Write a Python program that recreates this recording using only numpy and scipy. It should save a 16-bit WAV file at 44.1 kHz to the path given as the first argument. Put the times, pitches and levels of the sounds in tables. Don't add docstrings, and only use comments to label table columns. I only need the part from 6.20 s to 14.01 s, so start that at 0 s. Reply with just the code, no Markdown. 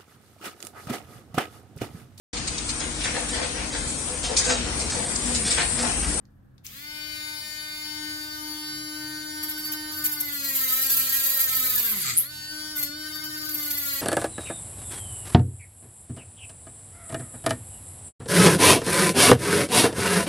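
import sys
import numpy as np
from scipy import signal
from scipy.fft import rfft, irfft, next_fast_len
from scipy.io import wavfile
from scipy.ndimage import uniform_filter1d, map_coordinates

SR = 44100
rng = np.random.default_rng(int(sys.argv[2]) if len(sys.argv) > 2 else 0)


def log_audio(samples):
    frames = np.atleast_2d(samples).T
    limited = np.clip(frames, -1, 1)
    pcm = np.round(limited * 32767).astype(np.int16)
    wavfile.write(sys.argv[1], SR, pcm)


def gain_from_db(level_db):
    decades = np.asarray(level_db, float) / 20
    return 10 ** decades


N = 344421
T = np.arange(N) / SR
ARRIVE_S = 1.76
ORDERS = np.arange(1, 112)


def evened(x):
    return x / np.sqrt(np.mean(abs(x) ** 2) + 1e-20)


def along(rows, col, t, off=None):
    rows = np.array(rows)
    return np.interp(t, rows[:, 0], rows[:, col], off, off)


def read(points, hz):
    f, value = np.transpose(points)
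    return np.interp(np.log(hz + 1), np.log(f + 1), value)


def coloured(x, points):
    size = next_fast_len(N)
    gain = gain_from_db(read(points, np.fft.rfftfreq(size, 1 / SR)))
    return irfft(rfft(x, size) * gain, size)[..., :N]


def resonance(x, hz, width):
    return signal.lfilter(*signal.iirpeak(hz, hz / width, SR), x)


def smooth(span):
    return evened(signal.oaconvolve(rng.standard_normal(N), np.hanning(int(span)), "same"))


def drift(shape, turns):
    z = rng.standard_normal(shape) + 1j * rng.standard_normal(shape)
    speed = np.fft.fftfreq(shape[0])[:, None]
    return evened(np.fft.ifft(z * np.exp(-(speed * turns) ** 2), axis=0))


# (frequency [Hz], level [dB per Hz])
ROOM = [(12, -33), (20, -11), (130, -5.5), (172, -20), (255, -12), (337, -17), (399, -28.5), (499, -24),
        (624, -29.5), (759, -28.5), (873, -31.5), (1570, -31.5), (1710, -30.5), (2080, -42), (16000, -62)]
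# (frequency [Hz], width [Hz], level [dB])
HUM = [(88.7, 6.3, -62.5), (129.1, 7.3, -61.5), (164.3, 34, -68.5), (198.7, 15.5, -65)]
# (frequency [Hz], shared part [0-1])
SAME = [(30, 0.88), (120, 1), (300, 0.16), (700, 0.44), (1500, 0.085), (16000, 0.21)]


def room():
    size = next_fast_len(N)
    same = read(SAME, np.fft.rfftfreq(size, 1 / SR))
    shared = rfft(rng.standard_normal(size))
    private = rfft(rng.standard_normal(size))
    z = np.array([shared, same * shared + np.sqrt(1 - same ** 2) * private])
    white = evened(irfft(z, size)[:, :N])
    hum = sum(gain_from_db(db) * evened(resonance(resonance(white, f, w), f, w)) for f, w, db in HUM)
    return gain_from_db(-56.5) * evened(coloured(white, ROOM)) + hum


# (time [s], peak level [dB], ring [Hz])
TICKS = [
    (0.053, -65.5, 4720),
    (0.38, -59, 4120),
    (0.466, -40, 6430),
]
# (time [s], level [dB])
START = [(.43, -84), (.45, -39.5), (.47, -41), (.49, -46), (.56, -42), (.62, -42), (.72, -50)]


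def switch():
    out, t = np.zeros((2, N)), np.arange(2600) / SR
    decay = gain_from_db(-60 * t / 0.012) + 0.33 * gain_from_db(-60 * t / 0.064)
    for s, db, hz in TICKS:
        burst = rng.standard_normal((2, len(t))) * decay
        click = 0.19 * np.diff(burst, prepend=0)
        ring = 5.1 * resonance(burst, hz, 1630)
        at = int(s * SR)
        out[:, at:at + len(t)] += gain_from_db(db + 2.0) * (click + ring)
    spectrum = [(900, -17), (2500, 5), (9000, -3), (14000, 7), (16000, 4.0)]
    hiss = evened(coloured(rng.standard_normal((2, N)), spectrum))
    return out + hiss * uniform_filter1d(gain_from_db(along(START, 1, T, -99)), 300)


# (time [s], speed [turns per s])
SPEED = [(0.6, 302), (3.75, 305), (3.989, 298.5), (4.262, 277), (4.509, 257), (4.709, 270.5), (4.82, 267),
         (5.101, 270), (5.551, 252), (5.698, 224.3), (6.099, 301.5), (6.54, 306.3), (6.583, 296),
         (6.669, 289), (6.788, 306), (7.3, 305), (7.691, 281.5), (7.81, 277)]
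# (time [s], speed [turns per s])
STALL = [
    (5.779, 195),
    (5.831, 160),
    (5.869, 128),
    (5.922, 117),
    (5.951, 128),
    (5.98, 180),
    (5.998, 190),
    (6.029, 255),
    (6.06, 284),
]


def shaft():
    outside = [r for r in SPEED if not STALL[0][0] <= r[0] <= STALL[-1][0]]
    speed = uniform_filter1d(along(sorted(outside + STALL), 1, T), 700)
    kick_s, spin_up_s = .316, .163
    speed = speed * (1 - np.exp(-((np.maximum(T, .45) - kick_s) / spin_up_s) ** 2))
    tremble = smooth(1170) * (0.21 + 0.0263 * (306 - speed).clip(0, 60))
    turns = np.cumsum(speed + tremble) / SR
    whole = np.arange(int(turns[-1]) + 2)
    times = np.interp(whole, np.append(turns, turns[-1] + speed[-1]), np.append(T, T[-1] + 1))
    return turns, times


def played(orders, turns, times):
    steps = 1024
    hz = np.arange(1, orders.shape[1] + 1) / np.gradient(times)[:, None]
    audible = np.pad(orders * (hz < 17500), ((0, 0), (1, 0)))
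    shapes = irfft(audible, steps, axis=1) * steps / np.sqrt(2)
    shapes = np.hstack([shapes, shapes[:, :1]])
    return map_coordinates(shapes, [turns, turns % 1 * steps], order=1, mode="nearest")


def whine_level(speed, times):
    on_s = .45
    wake = np.where(times > on_s, -20.5 * np.exp(-(times - on_s).clip(0) / 0.15), -70)
    change = np.gradient(uniform_filter1d(speed, size=15), times)
    brake = -4 * np.tanh((-change).clip(0) / 80)
    surge = -11 * np.tanh(change.clip(0) / 320)
    crawl = (215 - speed).clip(0) * (times > ARRIVE_S)
    far = 2 * (1 - times / ARRIVE_S).clip(0)
    return wake + far + brake + surge + .06 * crawl, wake, crawl


# (time [s], level of the once-a-turn tone [dB])
HOLD = [(0.65, -51), (1.15, -54), (1.22, -62), (1.64, -52), (1.86, -41), (2.1, -48), (2.23, -42),
        (3.81, -41.5), (4.49, -53), (5.0, -53), (5.28, -62), (5.44, -47), (5.7, -53), (6.01, -59.5),
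        (6.29, -58), (6.33, -45), (7.32, -41.5), (7.81, -52)]


def firmness(times):
    hold = along(HOLD, 1, times)
    return hold, hold + 40


# (multiple of the shaft [1], level [dB])
IDLE = [(1, 0), (2, -20), (3, -16), (4, -15), (5, -2), (6, -12), (7, -9), (8, -22), (9, -20), (10, -11),
        (11, -17), (12, -8), (13, -13), (14, -16), (15, -3), (16, -12), (17, -13), (18, -9)]
# (frequency [Hz], level [dB])
UPPER = [(5800, -22.5), (6700, -15), (7600, -20.5), (9600, -26.5), (10000, -14.5), (10900, -10.5),
         (11300, -20), (16000, -20)]
# (frequency [Hz], level [dB])
LOADED = [(280, -1), (480, -28), (660, -16.5), (897, -23), (1300, -8.5), (2420, -6.5), (2670, -14),
          (4760, -4), (5790, -18.5), (6540, -6.5), (9000, -10.5), (11700, -60), (19800, -120)]


def housing_buzz(speed, times, load):
    upper = read(UPPER, 304 * ORDERS[len(IDLE):])
    free = np.append(np.transpose(IDLE)[1], upper) + 0.11 * firmness(times)[1][:, None]
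    loaded = read(LOADED, ORDERS * speed[:, None]) + .5
    level = whine_level(speed, times)[0][:, None]
    return gain_from_db((1 - load) * free + load * loaded - 41.5 + level)


ORDERS_HELD = (2, 4, 5, 7, 8, 12, 15)
# (running free [dB], under load [dB], share of the hold followed [1],
# gain while the tool is turned away [dB])
TONES = [(-62, -56, 0.13, 2), (-56, -57.5, .4, -1), (-44.5, -51, 0.37, -1), (-54, -45.5, 0.54, 12),
         (-64, -54.5, 0.077, 13), (-53, -51, 0.054, 5), (-44, -46, 0.017, 1.5)]


def held_tones(strength, speed, times, load, bitten, lurch):
    hold, firm = firmness(times)
    _, wake, crawl = whine_level(speed, times)
    load, bitten, lurch = load[:, 0], bitten[:, 0], lurch[:, 0]
    boom = sum(np.exp(-((speed - hz) / 20) ** 2) for hz in (130, 199)) * (times > ARRIVE_S)
    damping = 1 - 0.18 * bitten * (1 - load)
    strength[:, 0] = damping * gain_from_db(hold + wake + 12.5 * boom)
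    away = np.clip((ARRIVE_S + 0.35 - times) / .5, 0, 1)
    for k, (free_db, load_db, share, away_db) in zip(ORDERS_HELD, TONES):
        free = free_db + share * firm + away_db * away
        db = (1 - load) * free + load * load_db + wake
        if min(ORDERS_HELD) < k < max(ORDERS_HELD):
            db = db - 9.4 * np.tanh(lurch)
        strength[:, k - 1] = gain_from_db(db - .3 * crawl * np.clip((k - 3) / 2, -.15, 1))


def swelling(times, steady, strain, shaky):
    shape = (len(times), len(ORDERS))
    start = np.exp(2j * np.pi * rng.random(len(ORDERS)))
    jump_share = 0.68
    slow = drift(shape, turns=85)
    jumps = drift(shape, turns=.01)[np.searchsorted(np.transpose(HOLD)[0], times)]
    slow = np.sqrt(1 - jump_share ** 2) * slow + jump_share * uniform_filter1d(jumps, size=7, axis=0)
    tone = 1 + np.where(ORDERS > 1, .35, .15) * slow
    swell = start * np.where(steady, tone, 0.56 + 0.96 * slow)
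    broken = np.clip(0.35 + 0.48 * strain, 0, .95) * np.clip(ORDERS / 5, 0, 1)
    swell = np.sqrt(1 - broken ** 2) * swell + broken * drift(shape, turns=11)
    return np.sqrt(1 - shaky ** 2) * swell + shaky * drift(shape, turns=0.14)


# (frequency [Hz], width [Hz], gain [dB])
TUBE = [(1269, 64, 5.5), (2064, 51, 8.5), (4770, 67, 2)]
# (frequency [Hz], level [dB])
SIDE_DB = [(60, -13), (150, -2), (380, -16), (950, 0), (2380, 0.5), (5980, -0.5), (15000, 0.5)]


def motor(turns, times):
    speed = uniform_filter1d(1 / np.gradient(times), 5)
    load = np.clip((301 - speed) / 25, 0, 1)[:, None]
    bitten = np.clip(np.interp(times, T, contact()) / gain_from_db(-57.0), 0, 1)[:, None]
    strain = np.maximum(load, bitten)
    lurch = (np.gradient(speed, times)[:, None] / 900) ** 2
    settling = .045 + .04 * np.exp(-(times[:, None] - .6).clip(0) / .7)
    patches = drift((len(times), len(ORDERS)), turns=52).real
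    patchy = abs(evened(uniform_filter1d(patches, 3, 1))) + 2.25
    rough = patchy * settling + lurch + ((245 - speed[:, None]) / 50).clip(0)
    shaky = np.clip(rough * (ORDERS / 15) ** .5, 0, .95)
    strength = housing_buzz(speed, times, load)
    held_tones(strength, speed, times, load, bitten, lurch)
    for hz, width, db in TUBE:
        near = np.exp(-((ORDERS * speed[:, None] - hz) / width) ** 2)
        strength = strength * gain_from_db(db * strain * near)
    steady = np.isin(ORDERS, (1, *ORDERS_HELD))
    middle = strength * swelling(times, steady, strain, shaky)
    side = strength * gain_from_db(read(SIDE_DB, ORDERS * 300)) * swelling(times, 0 * steady, strain, shaky)
    middle, side = played(middle, turns, times), played(side, turns, times)
    return np.array([middle + side, middle - side])


# (time [s], length [s], level [dB])
GRIP = [
    (1.934, 0.078, -60),
    (2.243, 0.12, -58),
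    (5.101, 0.48, -58),
]


def grip():
    shape = sum(gain_from_db(db) * np.sin(np.pi * np.clip((T - s) / length, 0, 1)) for s, length, db in GRIP)
    return shape * evened(resonance(resonance(rng.standard_normal((2, N)), 750, 650), 750, 650))


# (time [s], level [dB])
PRESS = [
    [(3.72, -44), (3.81, -47), (4.01, -46), (4.27, -39.5), (4.41, -36), (4.68, -34), (5.37, -34.5),
     (5.59, -35.5), (5.89, -46), (5.97, -51.5)],
    [(6.86, -55), (7.004, -58), (7.262, -47.5), (7.45, -37.5), (7.664, -42), (7.81, -37.5)],
]
# (time [s], peak level [dB], time to full bite [s])
BITES = [(3.2303, -27, 0.01), (3.285, -24.5, .014), (3.3774, -30, .016), (3.4443, -29, 0.017),
         (3.518, -23, 0.012), (3.7695, -26.5, .014), (3.841, -19.5, .014), (3.9147, -24.5, 0.013),
         (4.002, -23, 0.009), (4.3622, -26.5, .014), (4.4749, -21.5, .019), (4.5278, -22.5, 0.01),
         (4.59, -19, 0.0091), (4.6969, -18, 0.034), (4.7872, -21, 0.018), (4.9384, -25, 0.014),
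         (5.1953, -24, .017), (5.3484, -18.5, 0.01), (5.4966, -26, 0.011), (5.551, -26, .015),
         (5.97, -23.5, 0.021), (6.5558, -22.5, 0.029), (6.6285, -20, 0.0085), (6.9433, -34, .014),
         (7.0395, -29.5, 0.011), (7.291, -25.5, 0.0082), (7.346, -20.5, 0.0065), (7.5095, -22, 0.014),
         (7.5719, -24.5, .013), (7.655, -22, 0.0094)]


def contact():
    power = uniform_filter1d(sum(gain_from_db(along(rows, 1, T, -99)) ** 2 for rows in PRESS), 900)
    for s, db, swell in BITES:
        near = slice(int((s - .003) * SR), int((s + .2) * SR))
        u = (T[near] - T[near][0]) / swell
        power[near] += gain_from_db(db - 13) ** 2 * u ** 0.68 * np.exp(.4 - u ** 2 / 2.55)
    return np.sqrt(power)


# (frequency [Hz], level [dB per Hz])
SCRAPE = [(900, -38), (1500, -17), (5000, -14), (7000, -9.5), (9500, -11), (11000, -5), (13000, -1),
          (14500, -4), (15700, -7), (16300, -30)]
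# (frequency [Hz], width [Hz], level [dB])
DISC = [(11374, 7, 6.5), (12360, 10, 8.5), (13050, 12, 2), (13100, 49, -30), (15500, 52, -4)]
# (time [s], level [dB])
TOOTH = [(3.2, -10), (4.5, -10), (5.55, -5.5), (5.8, -1.5), (5.9, 3), (5.97, 12.5), (6.02, 6), (6.06, -12),
         (7.81, -8)]


def cutting(turns, times):
    spot = turns + 0.22 * smooth(7200)
    wobble = .5 + np.exp(2.5 * (np.cos(2 * np.pi * spot) - 1))
    chatter = gain_from_db(2.1 * smooth(1000))
    force = contact() * evened(wobble * chatter)
    order = np.arange(1, 141)
    shape = (len(times), len(order))
    whistle = np.exp(-.5 * ((order - 60) / 4) ** 2)
    loose = np.clip(.04 + (order / 100) ** 2, 0, .9)
    out = []
    for _ in range(2):
        rim = np.sqrt(1 - loose ** 2) * drift(shape, turns=3.8) + loose * drift(shape, turns=0.57)
        scrape = evened(coloured(played(rim, turns, times), SCRAPE))
        teeth = gain_from_db(along(TOOTH, 1, T)) * evened(played(rim * whistle, turns, times))
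        teeth = coloured(teeth, [(6000, -8), (9000, -1.5), (12000, -4.5), (15800, -8), (16500, -72)])
        drive = force * (scrape + teeth)
        ring = sum(gain_from_db(db + 4) * resonance(drive, hz, width + 110) for hz, width, db in DISC)
        out.append(1.216 * drive + ring)
    return gain_from_db(4.0) * np.array(out)


def walls(x):
    t = np.arange(9000) / SR
    tail = rng.standard_normal((2, len(t))) * gain_from_db(-60 * t / 0.28) * (t > .003)
    return signal.oaconvolve(x, tail / np.linalg.norm(tail[0]), axes=1)[:, :N]


# (time [s], left minus right [dB])
LEAN = [(0.45, 2), (1.37, 3.5), (1.72, 1), (2.13, 3.5), (3.65, 0), (4.41, 0.5), (5.29, -1), (7.22, 3),
        (7.81, 0.0)]


def scene():
    turns, times = shaft()
    lean_db = along(LEAN, 1, T) / 2
    whine = motor(turns, times)
    rest = cutting(turns, times) + switch() + grip()
    echo = gain_from_db(-17) * walls(np.diff(whine, prepend=0)) + gain_from_db(-8) * walls(rest)
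    return (whine + rest + echo) * gain_from_db(np.array([lean_db, -lean_db])) + room()


def gate(x):
    hz, _, z = signal.stft(x, SR, nperseg=2048, noverlap=1536)
    power = uniform_filter1d((abs(z) ** 2).mean(0), size=3, axis=1) + 1e-20
    nearby = abs(uniform_filter1d(power, size=15, axis=0))
    keep = power / (power + gain_from_db(-17.5) ** 2 * nearby)
    depth = 0.27 * (hz > 400)[:, None]
    return signal.istft(z * keep ** depth, SR, nperseg=2048, noverlap=1536)[1][:, :N]


def band_limit(x):
    return signal.sosfilt(signal.butter(12, 17030, fs=SR, output="sos"), x)


def record(dry):
    edge = signal.firwin(401, 15950, window=("kaiser", 9), fs=SR)
    mix = signal.oaconvolve(gate(dry), edge[None], "same")
    return band_limit(mix)


dry = scene()
out = record(dry)
log_audio(out)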